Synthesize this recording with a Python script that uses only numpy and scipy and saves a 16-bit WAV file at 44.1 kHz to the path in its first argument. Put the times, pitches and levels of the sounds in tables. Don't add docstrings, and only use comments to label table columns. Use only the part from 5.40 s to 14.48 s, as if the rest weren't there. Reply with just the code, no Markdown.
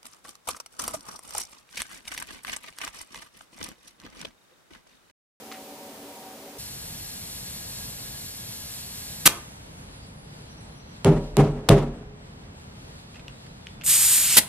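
import sys
import numpy as np
from scipy import signal
from scipy.fft import rfft, irfft
from scipy.io import wavfile
from scipy.ndimage import uniform_filter1d

SR = 44100
rng = np.random.default_rng(int(sys.argv[2]) if len(sys.argv) > 2 else 0)


def master_out(mix):
    frames = np.transpose(np.atleast_2d(mix))
    ceiling = np.clip(frames, -1, 1)
    pcm = np.round(ceiling * 32767).astype(np.int16)
    wavfile.write(sys.argv[1], SR, pcm)


N = 400428
T = np.arange(N) / SR
FILL_START_S = 1.18


def undb(db):
    return 10 ** (np.asarray(db, float) / 20)


def on_log(hz, table):
    f, db = np.transpose(table)
    return np.interp(np.log(hz + 1), np.log(f + 1), db)


def noise(colour, width, resonances=(), size=N, locked=0.):
    hz = np.arange(size // 2 + 1) * SR / size
    db = on_log(hz, colour) + sum(boost / (1 + (2 * (hz - f) / bw) ** 2) for f, bw, boost in resonances)
    mid, side = rfft(rng.standard_normal((2, size))) * undb(db)
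    side = 1j * locked * mid + np.sqrt(1 - locked ** 2) * side
    mid, side = irfft(mid, size), irfft(side * undb(on_log(hz, width)), size)
    return np.array([mid + side, mid - side]) / np.std(mid)


def band(x, hz, width_hz):
    return signal.lfilter(*signal.iirpeak(hz, hz / width_hz, fs=SR), x)


def wander(rate_hz):
    hold = int(SR / rate_hz)
    steps = np.repeat(rng.standard_normal(N // hold + 1), hold)
    return 1.72 * uniform_filter1d(uniform_filter1d(steps, hold), hold)[:N]


def gate(start, end, rise, fall):
    return np.clip((T - start) / rise, 0, 1) * np.clip((end + fall - T) / fall, 0, 1)


def decay(t, t60):
    return (t >= 0) * np.exp(-np.log(1000) * np.abs(t) / t60)


def ring(t, hz, t60):
    return decay(t, t60) * np.sin(2 * np.pi * (hz * t + rng.random()))


# pitch in Hz, bandwidth in Hz, level in dB.
MOTOR_TONES = [(224.4, 9.3, -57), (284.6, 3.4, -55), (389.5, 6.9, -59.5), (452, 10, -58), (460, 6.2, -66),
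               (568.7, 4.9, -55), (654, 5.6, -58.5), (756, 4.7, -53.5), (830, 10, -79), (894, 8.7, -62),
               (949, 6.6, -60)]
# frequency in Hz, level in dB.
MOTOR_HISS = [(18, -69), (30, -20), (187, -8.5), (207, -4), (284, -1.5), (332, -8), (559, -2.5), (708, -12),
              (765, -3), (828, -8), (1470, -16), (1630, -16), (15400, -20.5)]
# frequency in Hz, side over mid in dB.
MOTOR_WIDTH = [(60, -35), (110, -29), (200, -42), (380, -22), (700, -13), (1290, -2), (2380, 0.5),
               (4390, 0), (8110, -1), (15000, 2.5)]


def motor():
    hum = np.zeros(N)
    for hz, width_hz, db in MOTOR_TONES:
        tone = band(rng.standard_normal(N), hz, width_hz)
        hum += undb(db) * tone / np.std(tone)
    hiss = undb(-46) * noise(MOTOR_HISS, MOTOR_WIDTH)
    return (hum + hiss) * gate(-1.1, FILL_START_S, rise=1, fall=0.0089)


# start in seconds, level in dB, pitch in Hz, t60 in seconds.
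CLICKS = [(0.115, -28.5, 1260, 0.044), (0.1218, -29.5, 1670, 0.038), (0.1397, -38, 1890, 0.14),
          (7.745, -36, 2500, 0.019), (7.7565, -37.5, 2650, 0.036), (7.766, -46, 2480, 0.066),
          (7.794, -38.5, 2570, 0.048), (7.881, -24, 2850, 0.011), (7.8938, -44, 1070, 0.033),
          (8.064, -42.5, 1680, .04), (8.2689, -25.5, 3030, .015), (8.285, -42, 1460, 0.024),
          (8.412, -24, 2680, 0.01), (8.4192, -30, 3020, 0.015), (8.4364, -26, 2500, 0.013)]
# frequency in Hz, side over mid in dB.
CHUCK_WIDTH = [(60, -25), (110, -15), (200, -9), (380, -9), (700, -9), (1290, -10), (2380, -32),
               (4390, -2.5), (8110, -6), (15000, 7)]


def clicks():
    colour = [(500, -32), (1200, 4), (2500, 7.5), (7000, -3.5), (13000, -23)]  # Hz, dB
    scratch = noise(colour, CHUCK_WIDTH)
    out = np.zeros((2, N))
    for start, db, hz, t60 in CLICKS:
        t = T - start
        grain = 0.36 * band(scratch, hz, width_hz=0.55 * hz) + 0.31 * scratch
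        envelope = np.clip(t / 0.00091, 0, 1) * decay(t, t60)
        out += undb(db) * (0.29 * ring(t, hz, t60) + grain * envelope)
    return out


# frequency in Hz, level in dB.
RUMBLE_COLOUR = [(12, -29.5), (20, -3), (152, -2), (259, -10), (305, -15), (341, -16.5), (371, -18.5),
                 (415, -16.5), (464, -16.5), (983, -22.5), (1070, -25.5), (1920, -29.5), (3840, -36.5),
                 (8600, -51.5), (15400, -61)]
# frequency in Hz, side over mid in dB.
YARD_WIDTH = [(60, -33.5), (110, -31), (200, -12), (380, -0.5), (700, 0), (1290, 5.5), (2380, 5),
              (4390, 7.5), (8110, 12.5), (15000, 8)]


def rumble():
    level = undb(-44.5 + 0.54 * wander(9))
    return level * noise(RUMBLE_COLOUR, YARD_WIDTH) * gate(FILL_START_S, 10, rise=0.0083, fall=1)


# frequency in Hz, level in dB.
FILL_COLOUR = [(410, -21), (700, -6), (1250, -10), (1640, -9.5), (1900, -5.5), (4400, -2.5), (5000, -14.5),
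               (5410, -7), (12400, 0), (14500, -17.5), (15400, -22.5)]
# frequency in Hz, side over mid in dB.
FILL_WIDTH = [(60, -27.5), (110, -27.5), (200, -17.5), (380, 1.5), (700, 0.5), (1290, -1.5), (2380, -5.5),
              (4390, 8), (8110, 4.5), (15000, -0.5)]
# centre in Hz, bandwidth in Hz, boost in dB.
STEM_RESONANCES = [(1660, 36, 15.5), (4500, 140, 6), (5300, 400, 7), (7680, 82, 12), (11800, 130, -7),
                   (12200, 500, 4)]


def filling():
    level = undb(-43.5 + 0.4 * wander(20))
    hiss = noise(FILL_COLOUR, FILL_WIDTH, STEM_RESONANCES, locked=0.8)
    pan = undb([[0.35], [-0.35]])
    return level * hiss * pan * gate(FILL_START_S, 3.86, rise=0.0066, fall=0.011)


# start, rise, length and fall in seconds, puff and pop levels in dB.
PUFFS = [(3.853, .006, .0245, .001, -9.5, -3), (8.961, .01, .026, .016, -9, -30)]
# frequency in Hz, level in dB.
PUFF_COLOURS = [
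    [(59, -34), (100, -1.5), (613, -11.5), (1200, -6), (1620, -3), (3110, -2.5), (4940, -5), (8550, -3),
     (12200, -3.5), (15400, -17)],
    [(59, -43), (100, -10), (639, -9.5), (1150, -15), (2080, -3.5), (2270, -10.5), (3110, -4.5),
     (5970, -6.5), (11000, -1.5), (15400, -14)],
]
# frequency in Hz, side over mid in dB.
PUFF_WIDTH = [(60, -16), (110, -11), (200, -15.5), (380, -2.5), (700, -1.5), (1290, -1), (2380, -3.5),
              (4390, -5.5), (8110, -5), (15000, -0.5)]


def puffs():
    out = np.zeros((2, N))
    for (start, rise, length, fall, puff_db, pop_db), colour in zip(PUFFS, PUFF_COLOURS):
        envelope = undb(puff_db + 0.58 * wander(300)) * gate(start, start + length, rise, fall) ** 2
        out += envelope * noise(colour, PUFF_WIDTH, locked=-0.65)
        shut_s = start + length - 0.00065
        out += undb(pop_db) * ring(T - shut_s, hz=1150, t60=0.0045)
    return out


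# frequency in Hz, level in dB.
RUSTLE_COLOUR = [(2000, -1), (3000, 1), (4500, 1), (6000, -8.5), (8300, -8), (10200, -12), (12500, -13),
                 (14000, -37)]


def rustle():
    lull_db = -10 * np.exp(-((T - 6.5) / 0.4) ** 2)
    level = undb(-63 + lull_db + 1.8 * wander(14))
    return (T > PUFFS[0][0]) * level * noise(RUSTLE_COLOUR, YARD_WIDTH)


# start in seconds, level in dB, rise and 1/e fade time in seconds.
WISPS = [(3.9, -52, .02, 0.45), (4.9, -79, .2, .4), (7.15, -65.5, 0.077, .5)]
# frequency in Hz, level in dB.
WISP_COLOUR = [(2500, 3.5), (4500, -1), (8300, -3), (12000, -2.5), (14000, -30)]


def wisps():
    envelope = sum(undb(db) * np.clip((T - start) / rise, 0, 1) * np.exp(-np.abs(T - start) / fade)
                   for start, db, rise, fade in WISPS)
    return envelope * undb(2.5 * wander(11)) * noise(WISP_COLOUR, YARD_WIDTH)


# start and end in seconds, pitch and bandwidth in Hz, level in dB.
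THIN_TONES = [(4.56, 5.08, 4750, 450, -65), (4.96, 5.56, 5850, 150, -68), (5.04, 5.56, 4100, 200, -65),
              (4.0, 8.8, 8200, 900, -73), (4.2, 5.37, 10080, 500, -68)]


def thin_tones():
    out = np.zeros((2, N))
    for start, end, hz, width_hz, db in THIN_TONES:
        hiss = band(band(rng.standard_normal((2, N)), hz, width_hz), hz, width_hz)
        envelope = undb(db + 3.3 * wander(30)) * gate(start, end, rise=0.029, fall=0.04)
        out += envelope * hiss / np.std(hiss)
    return out


# start and length in seconds, first pitch, last pitch and mid-note bend in Hz.
BIRD_NOTES = [(5.075, .035, 3600, 3050, -50), (5.34, .04, 3500, 3050, -50), (5.48, .05, 3400, 3100, -80),
              (5.555, .055, 3100, 4700, 0), (7.935, .1, 3700, 3850, 200), (8.035, .06, 3850, 4850, 200),
              (8.08, .05, 4050, 4200, -150), (8.155, .045, 5000, 4000, 100),
              (8.215, .175, 3580, 3620, -180)]


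def bird(flutter_hz=35, flutter_db=3.5, fade_s=0.012):
    out = np.zeros((2, N))
    for start, length, first, last, bend in BIRD_NOTES:
        progress = np.clip((T - start) / length, 0, 1)
        hz = first + (last - first) * progress + bend * np.sin(np.pi * progress) + flutter_hz * wander(90)
        phase = 2 * np.pi * np.cumsum(hz) / SR + np.array([[0.4], [-0.4]])
        envelope = gate(start, start + length - fade_s, fade_s, fade_s)
        out += undb(-60 - flutter_db * np.abs(wander(66))) * envelope * np.sin(phase)
    return out


# start in seconds, ring and crack levels in dB, share of the upper of the
# two boom modes from 0 to 1, rattle level in dB.
KNOCKS = [(5.6465, -8, -12.5, 0.47, -21.5), (5.969, -8.5, -12, 0.16, -19), (6.2886, -8, -7.5, 0.16, -17)]
# pitch in Hz, level in dB, t60 in seconds.
BOOM_MODES = [(145.1, 7.5, 0.33), (160.8, 9, 0.36)]
# pitch in Hz, level in dB, t60 in seconds.
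BODY_MODES = [(37.8, -14, 1.17), (117, 5, 0.15), (203.8, -5.5, 0.24), (243.4, -11.5, 0.52),
              (299, -18.5, 0.52), (407, -5, 0.28), (439, -13, 0.27), (469, -30, 0.22), (545, -19, 0.53),
              (565, -18, 0.15), (615, -21, 0.64), (683, -4, 0.14), (773, -11, 0.24), (787, -22, 0.46),
              (420, -31, 1.6), (712, -44, 1.3), (859, -23.5, 0.32), (957, -32.5, 0.55), (1236, -37, 0.57),
              (1336, -31.5, 0.55)]
# frequency in Hz, level in dB.
CRACK_COLOUR = [(300, -21), (800, 5.5), (1800, -17.5), (3000, -5), (6000, -14.5), (12000, -17.5),
                (15500, -39)]
RATTLE_COLOUR = [(200, 3.5), (500, 1.5), (1000, -10), (2000, -20.5), (5000, -34), (10000, -38.5),
                 (15000, -56)]
BUZZ_COLOUR = [(800, -20), (1500, 5), (2200, 1), (3300, 2), (4400, -3), (7000, -12), (12000, -25)]
# frequency in Hz, side over mid in dB.
SHED_WIDTH = [(60, -59.5), (110, -48), (200, -37.5), (380, -17), (700, -11.5), (1290, -10.5), (2380, -3),
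              (4390, -0.5), (8110, 2.5), (15000, 4.5)]


def knocks(swell_s=0.014, waver_db=3, detune=0.012):
    out, n = np.zeros((2, N)), SR
    t = T[:n]
    rattle = noise(RATTLE_COLOUR, SHED_WIDTH) * undb(2.56 * wander(60))
    crack = noise(CRACK_COLOUR, SHED_WIDTH)
    waver = waver_db * wander(35)
    buzz = noise(BUZZ_COLOUR, SHED_WIDTH) * undb(-28.5 + 2.5 * wander(70))
    swell = (1 - np.exp(-t / swell_s)) ** 2
    rattle_shape = (1 - np.exp(-t / 0.0078)) * decay(t, t60=0.91)
    rattle_shape *= 0.33 + np.exp(-(t / 0.11) ** 4)
    buzz_shape = np.exp(-(t / 0.12) ** 2.3)
    for start, ring_db, _, upper_share, rattle_db in KNOCKS:
        body = sum(share * undb(db) * ring(t, hz, t60)
                   for share, (hz, db, t60) in zip((1 - upper_share, upper_share), BOOM_MODES))
        for hz, db, t60 in BODY_MODES:
            level = undb(db + waver[rng.integers(N - n):][:n])
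            body += level * ring(t, hz * (1 + detune * rng.standard_normal()), t60)
        span = slice(int(start * SR), int(start * SR) + n)
        out[:, span] += undb(ring_db) * swell * body
        out[:, span] += undb(rattle_db) * (rattle_shape * rattle[:, span] + buzz_shape * buzz[:, span])
    hits = [(start, crack_db) for start, _, crack_db, _, _ in KNOCKS]
    bounce = (6.2915, -2.5)
    for start, db in hits + [bounce]:
        out += undb(db) * crack * decay(T - start, t60=0.005)
    return out


# start in seconds, whistle level reached in dB, settling time in seconds.
SEAL_SLIPS = [(8.434, -31.5, 0.016), (8.461, -24.5, .002), (8.474, -22, .003), (8.49, -19, 0.0096)]
# frequency in Hz, level in dB.
LEAK_COLOUR = [(88, -43), (150, -34), (253, -30), (519, -24), (2140, -10.5), (2540, -8), (6080, -7),
               (8460, 0.5), (9320, -6), (12000, 1), (15400, -24.5)]
# centre in Hz, bandwidth in Hz, boost in dB.
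LEAK_WHISTLES = [(7030, 270, 9), (8520, 540, 6), (9700, 310, 5.5), (11800, 300, -1)]


def leak(end_s=8.96, sag_db_per_s=9.5, tilt_db=5.5, tilt_s=0.2):
    starts, levels_db, settles = np.transpose(SEAL_SLIPS)
    steps, full_gain = np.diff(undb(levels_db), prepend=0), undb(levels_db[-1])
    flow = sum(step * np.clip((T - start) / settle, 0, 1)
               for start, step, settle in zip(starts, steps, settles)) / full_gain
    flow *= undb(-sag_db_per_s * np.maximum(T - starts[-1], 0))
    air = noise(LEAK_COLOUR, CHUCK_WIDTH, LEAK_WHISTLES, locked=-0.74) * undb(0.78 * wander(40))
    lows = signal.sosfiltfilt(signal.butter(4, 6000, fs=SR, output="sos"), air)
    whistle, rush = (part / np.std(part.mean(axis=0)) for part in (air - lows, lows))
    tilt = undb(tilt_db * np.clip(1 - (end_s - T) / tilt_s, 0, 1))
    rush += 0.85 * (tilt - 1) * band(rush, hz=2650, width_hz=720)
    rush *= undb(-27.5) * tilt * flow ** 1.48
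    return (whistle * full_gain * flow + rush) * gate(0, end_s, rise=1, fall=0.033)


# centre in Hz, level in dB, t60 in seconds.
ECHO_BANDS = [(127, -28, .3), (244, -17, 0.43), (525.7, -17.5, 0.4), (900, -22, 0.3), (1987, -14.5, 0.18),
              (4000, -16, 0.13), (8000, -15, 0.23), (13000, -23.5, .15)]


def shed_echo(sound, onset_s=0.0094):
    n = SR // 2
    t = T[:n]
    white = noise([(20, 0), (20000, 0)], SHED_WIDTH, size=n)
    echo = sum(undb(db) * band(white, hz, 0.7 * hz) * decay(t, t60) / np.sqrt(t60 * hz)
               for hz, db, t60 in ECHO_BANDS)
    echo *= undb(6 * np.exp(-t / 0.011))
    echo *= undb(3 * np.exp(-((t - 0.1) / 0.025) ** 2))
    return signal.fftconvolve(sound[None], echo * (t > onset_s), axes=1)[:, :N]


def scene():
    near = filling() + leak() + puffs() + knocks() + clicks()
    echo = shed_echo(near.mean(axis=0))
    background = motor() + rustle() + wisps() + rumble() + bird() + thin_tones()
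    return near + echo + background


def record(dry, low_cut_hz=42, high_cut_hz=15500):
    low_cut = signal.butter(2, low_cut_hz, "high", fs=SR, output="sos")
    high_cut = signal.ellip(12, 0.2, 70, high_cut_hz, fs=SR, output="sos")
    clipped = np.clip(signal.sosfilt(low_cut, dry), -1, 1)
    return signal.sosfilt(high_cut, clipped)


dry = scene()
out = record(dry)
master_out(out)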